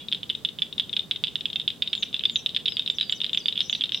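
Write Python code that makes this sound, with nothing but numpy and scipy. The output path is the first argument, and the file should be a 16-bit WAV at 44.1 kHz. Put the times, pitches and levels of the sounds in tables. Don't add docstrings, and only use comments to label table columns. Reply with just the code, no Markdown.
import sys
import numpy as np
from scipy import signal
from scipy.fft import rfft, irfft
from scipy.io import wavfile
from scipy.ndimage import uniform_filter1d

SR = 44100
rng = np.random.default_rng(int(sys.argv[2]) if len(sys.argv) > 2 else 0)


def store_wav(level_fs):
    pcm = np.round(np.clip(np.atleast_2d(level_fs), -1, 1) * 32767)
    wavfile.write(sys.argv[1], SR, pcm.T.astype(np.int16))


N = 176400
SAC_HZ = 3520


def from_db(db):
    return 10 ** (np.asarray(db) / 20)


def at_hz(points, hz):
    f, value = np.transpose(points)
    return np.interp(np.log(np.maximum(hz, 1)), np.log(f), value)


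def panned(x, pan_db):
    return from_db([[pan_db / 2], [-pan_db / 2]]) * x


def add(out, start_s, x):
    i = int(start_s * SR)
    x = x[:, max(-i, 0):max(N - i, 0)]
    i = max(i, 0)
    out[:, i:i + x.shape[1]] += x


def wander(axis, rate, count=128):
    return np.interp(axis * rate, np.arange(count), rng.standard_normal(count))


def band_noise(low_hz, high_hz, size):
    sos = signal.butter(2, [low_hz, high_hz], "band", fs=SR, output="sos")
    x = signal.sosfilt(sos, rng.standard_normal((2, size)))
    return x / x.std()


def background():
    # frequency in Hz, relative level in dB.
    air = [(20, -22.5), (55, -5), (100, -2.5), (160, 1), (230, 0), (320, -7), (420, -6), (650, -15),
           (1000, -18.5), (2200, -23.5), (3000, -21), (3550, -16.5), (4300, -21), (6000, -25.5),
           (9500, -29), (16000, -31)]
    # frequency in Hz, left-right correlation from -1 to 1.
    likeness = [(60, -0.48), (180, 0.83), (550, 0.6), (1650, 0.49), (5000, 0.13), (9000, 0.36),
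                (15000, -0.04)]
    f = np.arange(N // 2 + 1) * SR / N
    mid, side = rfft(rng.standard_normal((2, N))) * from_db(at_hz(air, f))
    alike = at_hz(likeness, f)
    x = irfft(np.sqrt(1 + alike) * mid + np.sqrt(1 - alike) * side * [[1], [-1]], N)
    return from_db(-48) * panned(x / x.std(), pan_db=-1.3)


def insects(centre_hz=7740, width_hz=410, level_db=-72.5, pulse_hz=17, pulse_db=1):
    pulse = np.sin(2 * np.pi * pulse_hz * np.arange(N) / SR)
    hiss = band_noise(centre_hz - width_hz / 2, centre_hz + width_hz / 2, N)
    return from_db(level_db + pulse_db * pulse) * hiss


def snap(hz, ring_t60_s=0.0082, ring_db=-14.5, size=2048):
    # frequency in Hz, relative level in dB.
    colour = [(400, -63.5), (1000, -45.5), (1500, -30), (2100, -26), (2600, -15.5), (3000, -6),
              (3300, -4.5), (3520, 1.5), (3700, 0.5), (3950, -13), (4400, -26), (5150, -24.5), (5800, -47),
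              (8300, -46), (11000, -64.5), (16000, -62)]
    f = np.arange(size // 2 + 1) * SR / size
    t = np.arange(size) / SR
    colour_db = at_hz(colour, f * SAC_HZ / hz) + 3 * wander(f, 1 / 300)
    cepstrum = irfft(np.log(from_db(colour_db)))
    body = irfft(np.exp(rfft(2 * np.r_[0, cepstrum[1:size // 2]], size)))
    sac = np.cos(2 * np.pi * hz * t) * from_db(-60 * t / ring_t60_s)
    ring = signal.fftconvolve(body, sac)[:size]
    x = body / np.abs(body).max() + from_db(ring_db) * ring / np.abs(ring).max()
    return x / np.abs(x).max()


def click(hz, after_s, after_db):
    first = snap(hz)
    second = snap(hz * rng.normal(.98, 0.012))
    delayed = np.r_[np.zeros(int(after_s * SR)), second][:len(first)]
    return first + from_db(after_db) * delayed


def scatter(level_db, t60_s, delay_s=0.0036, taps_per_s=2500):
    t = np.arange(SR // 2) / SR
    taps = rng.standard_normal((3, len(t))) * (rng.random((3, len(t))) < taps_per_s / SR)
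    onset = np.clip((t - delay_s) / 0.0023, 0, 1)
    echoes = (taps[:2] + 2.1 * taps[2]) * from_db(-60 * t / t60_s) * onset
    return from_db(level_db) * echoes / np.sqrt(np.sum(echoes ** 2) / 2 + 1e-20)


def among_reeds(x, pan_db, rustle_db=-43.5, rustle_t60_s=0.088):
    t = np.arange(len(x)) / SR
    rustle = from_db(rustle_db - 60 * t / rustle_t60_s) * band_noise(4200, 11400, len(x))
    centre = signal.lfilter(*signal.iirpeak(SAC_HZ, Q=SAC_HZ / 460, fs=SR), x)
    edges = x - 0.36 * centre
    reeds = scatter(level_db=-7, t60_s=0.045, delay_s=0.0026)
    banks = scatter(level_db=-12.5, t60_s=0.23, delay_s=0.0199)
    heard = signal.fftconvolve(edges[None], reeds + banks, axes=1)
    heard[:, :len(x)] += panned(x, pan_db) + rustle
    return heard


def near_frogs(trim_db=-0.5):
    # start in seconds, level in dB before the trim, sac pitch in Hz,
    # after-snap delay in seconds, after-snap level in dB against the snap.
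    clicks = [(-0.022, -12, 3480, 0.0021, 0), (0.1255, -8.5, 3525, 0.0052, -3),
              (0.2318, -17, 3530, 0.0042, -16), (0.2996, -9, 3450, 0.0042, -6),
              (0.4495, -9, 3475, 0.0037, -5), (0.5873, -18.5, 3460, 0.0057, -3.5),
              (0.6207, -9, 3460, 0.0026, -5.5), (0.7978, -7, 3550, 0.0035, -5.5),
              (0.9355, -19, 3340, 0.0024, -17), (0.9659, -10, 3560, 0.0024, -1),
              (1.1117, -8, 3500, 0.0038, -7.5), (1.2389, -7.5, 3530, 0.0049, -4),
              (1.2708, -16, 3590, 0.0044, -12), (1.3562, -9, 3520, 0.0087, -19),
              (1.456, -9.5, 3410, 0.0024, -9.5), (1.5587, -11, 3460, 0.0019, -2.5),
              (1.5986, -14.5, 3600, 0.0037, -13), (1.678, -8, 3530, 0.0028, -5),
              (1.822, -8, 3510, 0.0041, -3.5), (1.9308, -10.5, 3550, 0.003, 0),
              (1.9515, -14.5, 3590, 0.0063, -15), (2.0296, -9.5, 3530, 0.0038, -1.5),
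              (2.1431, -10, 3470, 0.0029, -12), (2.2085, -23.5, 3150, 0.0023, -4),
              (2.2373, -12.5, 3380, 0.0038, -22), (2.2536, -9.5, 3536, 0.0028, 0),
              (2.2969, -14.5, 3520, 0.0019, -8), (2.3583, -7, 3586, 0.0037, -4),
              (2.4614, -7, 3580, 0.0038, -7.5), (2.5639, -8.5, 3526, 0.0055, -2.5),
              (2.6572, -12, 3710, 0.0033, 1.5), (2.678, -17.5, 3200, 0.009, -7),
              (2.6819, -8, 3520, 0.0026, -8.5), (2.769, -11.5, 3500, 0.0024, -11),
              (2.7813, -25, 3210, 0.002, -10), (2.7944, -10, 3540, 0.0019, -5),
              (2.8767, -11, 3540, 0.0035, -13), (2.8998, -9.5, 3540, 0.0026, -6.5),
              (2.985, -11, 3500, 0.003, -14), (3.0104, -9, 3660, 0.0023, -1.5),
              (3.0964, -11, 3540, 0.0035, -18), (3.1243, -8.5, 3560, 0.0027, -4),
              (3.216, -11, 3540, 0.0065, -32), (3.2442, -9, 3470, 0.008, -14),
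              (3.3471, -11, 3390, 0.0034, -10), (3.3742, -9, 3440, 0.0042, -8.5),
              (3.4579, -10.5, 3510, 0.0078, -28), (3.4835, -8, 3580, 0.0036, -4.5),
              (3.5562, -21.5, 3420, 0.0027, 0), (3.5696, -20.5, 3300, 0.0041, -11),
              (3.5768, -11, 3480, 0.0017, -20), (3.6057, -7, 3644, 0.00217, -7.5),
              (3.6967, -12, 3500, 0.00235, -6), (3.7283, -10, 3510, 0.0038, -8),
              (3.75, -14, 3710, 0.0031, 0.5), (3.8097, -10.5, 3560, 0.0064, -13),
              (3.8196, -14.5, 3250, 0.01, -22), (3.8382, -9, 3590, 0.0022, -8),
              (3.921, -11.5, 3510, 0.0031, -26), (3.9456, -9, 3590, 0.0025, -6)]
    out = np.zeros((2, N))
    for start_s, db, hz, after_s, after_db in clicks:
        call = click(hz, after_s, after_db)
        add(out, start_s, from_db(db + trim_db) * among_reeds(call, pan_db=-3))
    return out


def left_frog(trim_db=0.26):
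    # start in seconds, level in dB before the trim.
    clicks = [(0.085, -20), (0.1167, -21), (0.1474, -18), (0.294, -24), (0.3506, -18), (0.488, -18.5),
              (0.7268, -22), (0.7809, -17), (0.8947, -23.5), (0.9295, -19), (0.9934, -15), (1.1605, -19),
              (1.2811, -20), (1.4089, -19.5), (1.5013, -22.5), (1.5307, -19), (1.6152, -23), (1.7032, -17),
              (1.8753, -16.5), (1.9776, -24), (2.0252, -17.5), (2.1291, -25), (2.1648, -21),
              (2.1937, -17.5), (2.4924, -20), (2.5476, -16.5), (2.7217, -18.5), (2.822, -24.5),
              (2.8616, -18), (2.999, -19), (3.0285, -17), (3.2036, -18.5), (3.2358, -21.5), (3.2644, -19),
              (3.2949, -18.5), (3.3319, -13.5), (3.5253, -18), (3.5916, -18), (3.616, -15), (3.857, -21),
              (3.8933, -20), (3.9352, -26), (3.9748, -21.5)]
    out = np.zeros((2, N))
    for start_s, db in clicks:
        call = click(hz=rng.normal(3616, 68), after_s=0.002782, after_db=-7)
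        add(out, start_s, from_db(db + trim_db) * among_reeds(call, pan_db=5.5))
    return out


def bird_note(hz, db, pan_db, waver_per_s=194, waver_db=2.2, jitter_hz=55):
    t = np.arange(len(hz)) / SR
    swell = np.abs(np.sin(np.pi * t / t[-1])) ** 0.61
    level = from_db(db + waver_db * wander(t, waver_per_s))
    hz = hz + jitter_hz * wander(t, 2 * waver_per_s)
    return panned(swell * level * np.sin(2 * np.pi * np.cumsum(hz) / SR), pan_db)


def whistles():
    shapes = { "fall": (.125, [7380, 7170, 6760, 6200, 5720, 5600]),
              "arch": (.12, [4250, 4850, 5350, 5130, 4700, 4450, 4350]),
              "tip": (.036, [6950, 7100, 7400, 7550]), "hook": (.053, [5700, 5900, 6200, 5300, 4700, 4200]),
              "lift": (.035, [4700, 4880, 5000]), "rise": (.046, [5950, 6450, 6850, 6950]),
              "drop": (.026, [4900, 4300]), "low pipe": (.085, [4700, 4580]),
              "high pipe": (.115, [6000, 5870, 5800]), }
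    # start in seconds, note shape, level in dB, pan in dB (positive is left).
    song = [ (1.890, "lift", -56, 18), (1.947, "fall", -53, 15), (2.240, "low pipe", -51, 13),
            (2.303, "fall", -50.5, 19), (2.670, "arch", -51, 26), (2.895, "tip", -56, 19),
            (2.942, "hook", -50, 15), (3.020, "lift", -45, 13), (3.040, "low pipe", -50, -14),
            (3.099, "tip", -50.5, 19), (3.146, "hook", -50.5, 19), (3.327, "tip", -54, 15),
            (3.372, "hook", -48, 17), (3.414, "low pipe", -46.5, -6), (3.462, "lift", -47, 20),
            (3.680, "rise", -48.5, 17.5), (3.685, "high pipe", -51, -14), (3.730, "drop", -39, 8), ]
    out = np.zeros((2, N))
    for start_s, shape, db, pan_db in song:
        length_s, pitches = shapes[shape]
        progress = np.linspace(0, 1, int(length_s * SR))
        hz = np.interp(progress, np.linspace(0, 1, len(pitches)), pitches)
        add(out, start_s, bird_note(uniform_filter1d(hz, size=300), db, pan_db))
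    return out


def buzzes(rate_hz=145, depth_hz=400, unevenness=.1):
    # start and length in seconds, first and last pitch in Hz, level in dB.
    notes = [(3.615, 0.072, 5880, 5350, -46), (3.923, 0.076, 5580, 5370, -46)]
    out = np.zeros((2, N))
    for start_s, length_s, first_hz, last_hz, db in notes:
        t = np.arange(int(length_s * SR)) / SR
        swings = np.cumsum(rate_hz * (1 + unevenness * wander(t, rate_hz))) / SR
        hz = np.linspace(first_hz, last_hz, len(t)) + depth_hz * np.sin(2 * np.pi * swings)
        add(out, start_s, bird_note(hz, db, pan_db=12))
    return out


def birds():
    direct = whistles() + buzzes()
    echo = signal.fftconvolve(direct.mean(0)[None], scatter(level_db=-10, t60_s=0.33), axes=1)
    return direct + echo[:, :N]


def scene():
    return background() + near_frogs() + left_frog() + birds() + insects()


def record(dry):
    lowpass = signal.ellip(10, .05, 60, 16000, fs=SR, output="sos")
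    return signal.sosfiltfilt(lowpass, dry)


dry = scene()
out = record(dry)
store_wav(out)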